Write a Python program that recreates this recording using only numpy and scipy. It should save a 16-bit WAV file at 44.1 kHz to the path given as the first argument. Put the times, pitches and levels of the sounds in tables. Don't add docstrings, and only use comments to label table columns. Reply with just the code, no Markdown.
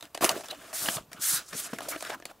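import sys
import numpy as np
from scipy import signal
from scipy.fft import rfft, irfft
from scipy.io import wavfile

SR = 44100
rng = np.random.default_rng(int(sys.argv[2]) if len(sys.argv) > 2 else 0)


def master_out(mix):
    frames = np.transpose(np.atleast_2d(mix))
    ceiling = np.clip(frames, -1, 1)
    pcm = np.round(ceiling * 32767).astype(np.int16)
    wavfile.write(sys.argv[1], SR, pcm)


def voltage_ratio(level):
    return 10 ** (np.asarray(level, float) / 20)


N = 105840

# frequency in Hz, bandwidth in Hz, level in dB.
BOX_MODES = [(304.5, 71, 0), (653.4, 95, 4.5), (1247, 326, 0.5), (1630, 338, 4.5), (2993, 75, -13),
             (4230, 52, -6)]


def rms_one(x):
    return x / np.sqrt(np.mean(x ** 2) + 1e-20)


def at_hz(points, hz):
    point_hz, value = np.array(points).T
    return np.interp(np.log(hz), np.log(point_hz), value)


def drift(rate_hz):
    pole = np.exp(-80 * np.pi * rate_hz / SR)
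    noise = rng.standard_normal(N // 40 + 2002)
    slow = signal.lfilter([1], [1, -2 * pole, pole * pole], noise)[2000:]
    return np.interp(np.arange(N) / 40, np.arange(len(slow)), rms_one(slow))


def resonance(x, hz, width_hz):
    r = np.exp(-np.pi * width_hz / SR)
    zeros = [(1 - r * r) / 2, 0, (r * r - 1) / 2]
    poles = [1, -2 * r * np.cos(2 * np.pi * hz / SR), r * r]
    return signal.lfilter(zeros, poles, x + 1e-18)


def grains(per_s, spread_db):
    sizes = voltage_ratio(spread_db * np.minimum(rng.exponential(1, N), 4))
    signs = rng.choice([-1, 1], N)
    return rms_one(sizes * signs * (rng.random(N) < per_s / SR))


def colour(x, spectrum, patchy_db):
    out = 0
    edges = 28.3 * 2 ** np.arange(0, 9.6, 0.5)
    for k, (low, high) in enumerate(zip(edges, edges[1:])):
        hz = np.sqrt(low * high)
        band = signal.sosfilt(signal.butter(2, [low, high], "band", fs=SR, output="sos"), x + 1e-18)
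        inside = spectrum[0][0] * 0.8 < hz
        gain = voltage_ratio(at_hz(spectrum, hz) + patchy_db * drift(21.0))
        out = out + inside * (-1) ** k * gain * band
    return rms_one(out)


def box(x, strengths_db):
    out = 0
    for k, ((hz, width_hz, db), extra_db) in enumerate(zip(BOX_MODES, strengths_db)):
        out = out + (-1) ** k * voltage_ratio(db + extra_db) * resonance(x, hz, width_hz)
    return out


def air():
    # frequency in Hz, level in dB per Hz.
    air_spectrum = [(30, 5), (170, 0.5), (830, -0.5), (2100, -11.5), (13500, -17)]
    whine_hz, width_hz = 14500, 250
    whine = resonance(rng.standard_normal(N), whine_hz, width_hz)
    whine = rms_one(resonance(whine, whine_hz, width_hz))
    room = colour(rng.standard_normal(N), air_spectrum, patchy_db=1.5)
    return voltage_ratio(-61.5) * room + voltage_ratio(-76) * whine


def snaps(rows, top_hz):
    size = 4096
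    out, t = np.zeros(N + size), np.arange(size) / SR
    click_ms, click_db, burst_ms = 1.2, 18, 2.83
    tail_db, tail_t60_s = -9.5, 0.095
    crack_q, broad_db = 19, -4
    broad = signal.butter(2, [1000, top_hz], "band", fs=SR, output="sos")
    high_mode = np.array(BOX_MODES)[:, 0] > 1000
    for s, db, hz, ring_db in rows:
        noise = rng.standard_normal(size)
        strengths_db = rng.normal(0, 2, len(BOX_MODES)) - 7 * high_mode
        burst = np.minimum(t / 0.00067, 1) * np.exp(-(t * 1000 / burst_ms) ** 2)
        tear = noise * (burst + voltage_ratio(tail_db - 60 * t / tail_t60_s))
        tear[int(click_ms * SR / 1000)] += voltage_ratio(click_db)
        crack = 2 * resonance(tear, hz, hz / crack_q) + voltage_ratio(broad_db) * signal.sosfilt(broad, tear)
        ring = box(tear, strengths_db)
        both = voltage_ratio(-1.5) * crack / abs(crack).max() + voltage_ratio(ring_db - 2.5) * ring / abs(ring).max()
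        i = int(s * SR)
        out[i:i + size] += voltage_ratio(db) * both
    return out[:N]


def strokes():
    # time in seconds, hiss level in dB, box shake over the hiss in dB.
    cut = [
        [(0.026, -64.5, 22), (0.045, -60, 13), (0.075, -69, 13.5), (0.1, -90, -6)],
        [(0.209, -41, 0), (0.225, -32.5, 5.5), (0.265, -36.5, 5), (0.285, -42, 7), (0.318, -43.5, 10.5),
         (0.33, -56.5, 16), (0.37, -42.5, 2), (0.412, -52, 5), (0.425, -51.5, 1.5)],
        [(0.435, -54.5, 13), (0.47, -53, 0), (0.5, -62, 18), (0.52, -57.5, 14.5), (0.535, -69, 24.5),
         (0.56, -61.5, 9.5), (0.64, -56, 7), (0.72, -54, 3.5)],
    ]
    drag = [
        [(0.73, -43, -2), (0.757, -32.5, -15), (0.775, -36, -19), (0.81, -32.5, -11.5), (0.87, -35, -3),
         (0.96, -36, -10), (0.985, -51, 9.5), (1.02, -63, 4), (1.05, -69, -7)],
        [(1.117, -57, 8.5), (1.15, -68, 11.4), (1.185, -68.5, 20)],
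        [(1.19, -58, 4), (1.22, -34.5, -13), (1.27, -28.5, -21), (1.35, -31.5, -8), (1.385, -34.5, -9.5),
         (1.405, -47, 0.5), (1.44, -57.5, 2.5), (1.47, -52.5, -12)],
    ]
    grip = [
        [(1.465, -63, -11), (1.49, -46, -10.5), (1.524, -54, 5.5), (1.531, -48, 14), (1.565, -38.5, -17),
         (1.6, -33.5, -15), (1.625, -42.5, -4), (1.665, -41, -1), (1.69, -54.5, 5.5), (1.725, -52, 3)],
        [(1.735, -46, 5.1), (1.76, -51.5, 3.1), (1.8, -62.5, 8.4), (1.83, -46, 2), (1.878, -53.5, 10.4)],
        [(1.887, -34, -23), (1.91, -36.5, -5), (1.95, -53, 14), (1.968, -54, 9)],
        [(1.975, -48.5, 1), (2.0, -46.5, -10), (2.04, -49.5, 4.5), (2.07, -50.5, 8.5), (2.11, -48.5, 3.5),
         (2.15, -53.5, 11), (2.165, -74, 11), (2.19, -72, 13)],
        [(2.27, -81, 14), (2.3, -63.5, 15), (2.316, -63, 12.5), (2.33, -84, 7.5)],
    ]
    # time in seconds, panels over cavity in dB.
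    hold = [(.2, -3.5), (.4, -4.5), (.7, -3.5), (.9, -0.5), (1.13, -5), (1.25, 6.5), (1.45, 1), (1.6, -2),
            (1.8, -2), (2.15, 0.5)]
    # frequency in Hz, level in dB per Hz.
    rub_spectrum = [(900, -20.5), (1600, -4.5), (2400, -10.5), (3800, -3.5), (7000, -0.5), (9500, -3.5),
                    (12500, -10.5), (16000, -23)]
    shake_spectrum = [(40, -15), (150, -2), (350, -9), (700, -3), (1600, -6.5), (3000, -3), (6000, -15.5)]

    t, hiss, shake = np.arange(N) / SR, np.zeros(N), np.zeros(N)
    for rows in [*cut, *drag, *grip]:
        s, hiss_db, shake_db = np.transpose(rows)
        rise, fall = (t - s[0]) / 0.002 + 1, (s[-1] - t) / 0.011 + 1
        edge = np.clip(np.minimum(rise, fall), 0, 1)
        hiss = np.maximum(hiss, edge * voltage_ratio(np.interp(t, s, hiss_db)))
        shake = np.maximum(shake, edge * voltage_ratio(np.interp(t, s, hiss_db + shake_db)))

    held_db = np.interp(t, *np.transpose(hold)) / 2
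    modes_db = [2.5 * drift(15.2) + np.sign(hz - 1000) * held_db for hz, _, _ in BOX_MODES]
    slips = colour(grains(per_s=3500, spread_db=2.8), shake_spectrum, patchy_db=2.2)
    slips = rms_one(slips + voltage_ratio(4.5) * rms_one(box(slips, modes_db)))

    rub = colour(grains(per_s=14000, spread_db=2.5), rub_spectrum, patchy_db=2)
    top = signal.sosfilt(signal.butter(2, 9000, "high", fs=SR, output="sos"), rub)
    brighter = (hiss / voltage_ratio(-54.5)) ** 0.3835 - 1
    return hiss * (rub + brighter * top) + shake * slips


def thumps():
    # start in seconds, peak level in dB, pitch in Hz.
    landings = [(0.224, -13, 334), (0.245, -9.5, 338), (0.311, -32, 262), (0.363, -18.5, 360),
                (0.82, -34, 126), (0.885, -21, 214), (0.962, -22, 140), (0.739, -44.5, 109),
                (1.145, -34.5, 197), (1.19, -32.5, 137.3), (1.331, -32.5, 141), (1.53, -30.5, 201),
                (1.548, -29, 182), (1.7308, -18, 236), (2.259, -34.5, 287)]
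    size = 16384
    out, t = np.zeros(N + size), np.arange(size) / SR
    t60_cycles, rumble_db, rumble_t60_s = 5.33, -28, 0.39
    for s, db, hz in landings:
        rumble = resonance(rng.standard_normal(size), hz, hz)
        rumble = rms_one(resonance(rumble, hz, hz))
        tone = voltage_ratio(-60 * t * hz / t60_cycles) * (np.sin(2 * np.pi * hz * t) + rumble / 2)
        linger = voltage_ratio(rumble_db - 60 * t / rumble_t60_s) * rumble
        push = np.minimum(t * hz, 1)
        i = int(s * SR)
        out[i:i + size] += voltage_ratio(db) * push * (tone + linger)
    return signal.sosfilt(signal.butter(2, 60, "high", fs=SR, output="sos"), out[:N])


def creaks():
    # middle in seconds, length in ms, rms
    # level in dB, pitch in Hz.
    panel_slips = [(.229, 19, -28.5, 1150), (.238, 10, -23, 630), (.263, 8, -28, 1250),
                   (.27, 6.4, -47, 700), (0.2934, 4.2, -23.5, 4620), (0.375, 10, -43, 410),
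                   (0.411, 10, -41.5, 660), (.445, 16, -44.5, 685), (0.509, 15, -36.5, 3910),
                   (.513, 12, -41, 2930), (.53, 20, -40.5, 660), (.736, 4.5, -49, 600),
                   (.862, 15, -40, 630), (0.887, 6.6, -25.5, 1650), (.901, 5, -36, 2980),
                   (0.97, 10, -40.5, 1130), (.971, 8.1, -38, 513), (1.373, 49, -39.5, 1480),
                   (1.364, 61, -41, 3860), (1.764, 20, -52, 2200), (1.888, 8.4, -32, 590),
                   (1.93, 34, -42, 2180), (1.936, 40, -40, 1330), (1.962, 5, -38, 2050),
                   (2.067, 14, -39.5, 1520), (2.072, 11, -46, 3780), (2.071, 12, -47, 5200),
                   (2.102, 16, -38, 437), (2.123, 13, -40.5, 820), (2.137, 33, -43, 1600),
                   (2.145, 29, -42, 1015), (2.135, 12, -49.5, 5350), (2.315, 7.2, -44, 690),
                   (1.735, 5.9, -32, 480), (1.001, 45, -52, 70), (1.091, 110, -63, 81),
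                   (1.549, 36, -46.5, 323), (0.346, 45, -40.5, 380), (2.161, 29, -49.5, 257),
                   (.889, 7, -29.5, 2960), (.235, 33, -40, 157), (1.245, 60, -45.5, 3350)]
    half = 4096
    out, t = np.zeros(N + 2 * half), np.arange(-half, half) / SR
    for s, ms, db, hz in panel_slips:
        tone = rms_one(resonance(rng.standard_normal(2 * half), hz, 110 + hz / 35))
        bell = np.exp(-(2000 * t / ms) ** 2)
        level = voltage_ratio(db) * np.linalg.norm(bell) / np.linalg.norm(bell * tone)
        i = int(s * SR)
        out[i - half:i + half] += level * bell * tone
    return out[:N]


def scene():
    # start in seconds, peak level in dB, crack pitch in Hz, box ring over the crack in dB.
    bright_snaps = [(0.0084, -31, 3700, -23), (0.0253, -25, 3700, -14), (0.0532, -31, 2880, -16),
                    (0.1461, -24, 4700, -5.5), (0.1488, -19, 2600, -7.5), (0.175, -23, 4070, -2.5),
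                    (0.2433, -2.5, 2850, -13), (0.2492, -6, 9800, -29), (0.2918, -5.5, 2950, -16),
                    (0.3145, -22, 6740, -19), (0.4439, -32, 2920, -17), (0.4845, -24.5, 3480, -33),
                    (0.5102, -21.5, 4000, -10), (1.1159, -39.5, 9400, -3), (1.1305, -22, 2300, -16),
                    (1.7853, -20, 1300, -4.5), (1.884, -30, 1340, -8), (2.0492, -22, 3870, -5),
                    (2.1995, -36, 1200, 3.5), (2.2538, -18.5, 4370, -9.5)]
    dull_knocks = [(0.2208, -23, 1210, -4), (0.8589, -21, 2870, -5), (0.8856, -12.5, 2930, -2.5),
                   (0.969, -23, 1090, -9), (1.5274, -31, 1460, -26), (1.731, -30, 1190, 4),
                   (1.8178, -25.5, 1220, -7.5), (1.9598, -33, 1590, 10), (2.1021, -20.5, 1630, -45),
                   (2.223, -28.5, 1840, -4)]
    further_snaps = [(0.034, -47, 8000, -12), (0.2085, -28, 700, 7), (0.4079, -29.5, 5930, -26),
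                     (0.4575, -29, 5830, -14), (0.464, -36, 5300, -12), (0.5465, -35, 1980, -10),
                     (0.7012, -42, 6500, -31), (0.7291, -27, 1530, 0.5), (1.023, -42, 3300, -20),
                     (1.164, -43, 3300, -16), (1.9495, -37, 1300, 5), (2.007, -23, 1380, -12),
                     (1.8056, -23.5, 1290, 0), (2.0242, -19.5, 1280, -5.5), (2.0971, -29, 1540, 3.5)]
    # frequency in Hz, likeness from 0 to 1.
    likeness = [(100, 1), (500, 0.94), (1500, 0.96), (4000, 0.92), (9000, 0.83), (15000, 0.85)]

    mid = air() + snaps(bright_snaps, top_hz=10400) + strokes() + snaps(further_snaps, top_hz=10400)
    mid = mid + snaps(dull_knocks, top_hz=3700) + thumps() + creaks()

    size, turn = N + 4096, 2 * drift(9.8)
    smear_t60_s = 0.013
    smear = rng.standard_normal((2, 2048)) * voltage_ratio(-60 * np.arange(2048) / SR / smear_t60_s)
    hz = np.maximum(np.fft.rfftfreq(size, 1 / SR), 1)
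    alike = np.clip(at_hz(likeness, hz), 0, 1)
    side_gain = np.sqrt((1 - alike) / (1 + alike))
    paths = rfft(smear / np.linalg.norm(smear[0]), size) * side_gain
    one, two = irfft(rfft(mid, size) * paths, size)[:, :N]
    side = np.cos(turn) * one + np.sin(turn) * two
    return np.array([mid + side, mid - side])


def top_cut(x):
    return signal.sosfilt(signal.butter(12, 16710, fs=SR, output="sos"), x)


def record(dry):
    low_pass = signal.ellip(10, 0.5, 35, 15750, fs=SR, output="sos")
    mix = signal.sosfilt(low_pass, dry)
    return top_cut(mix)


dry = scene()
out = record(dry)
master_out(out)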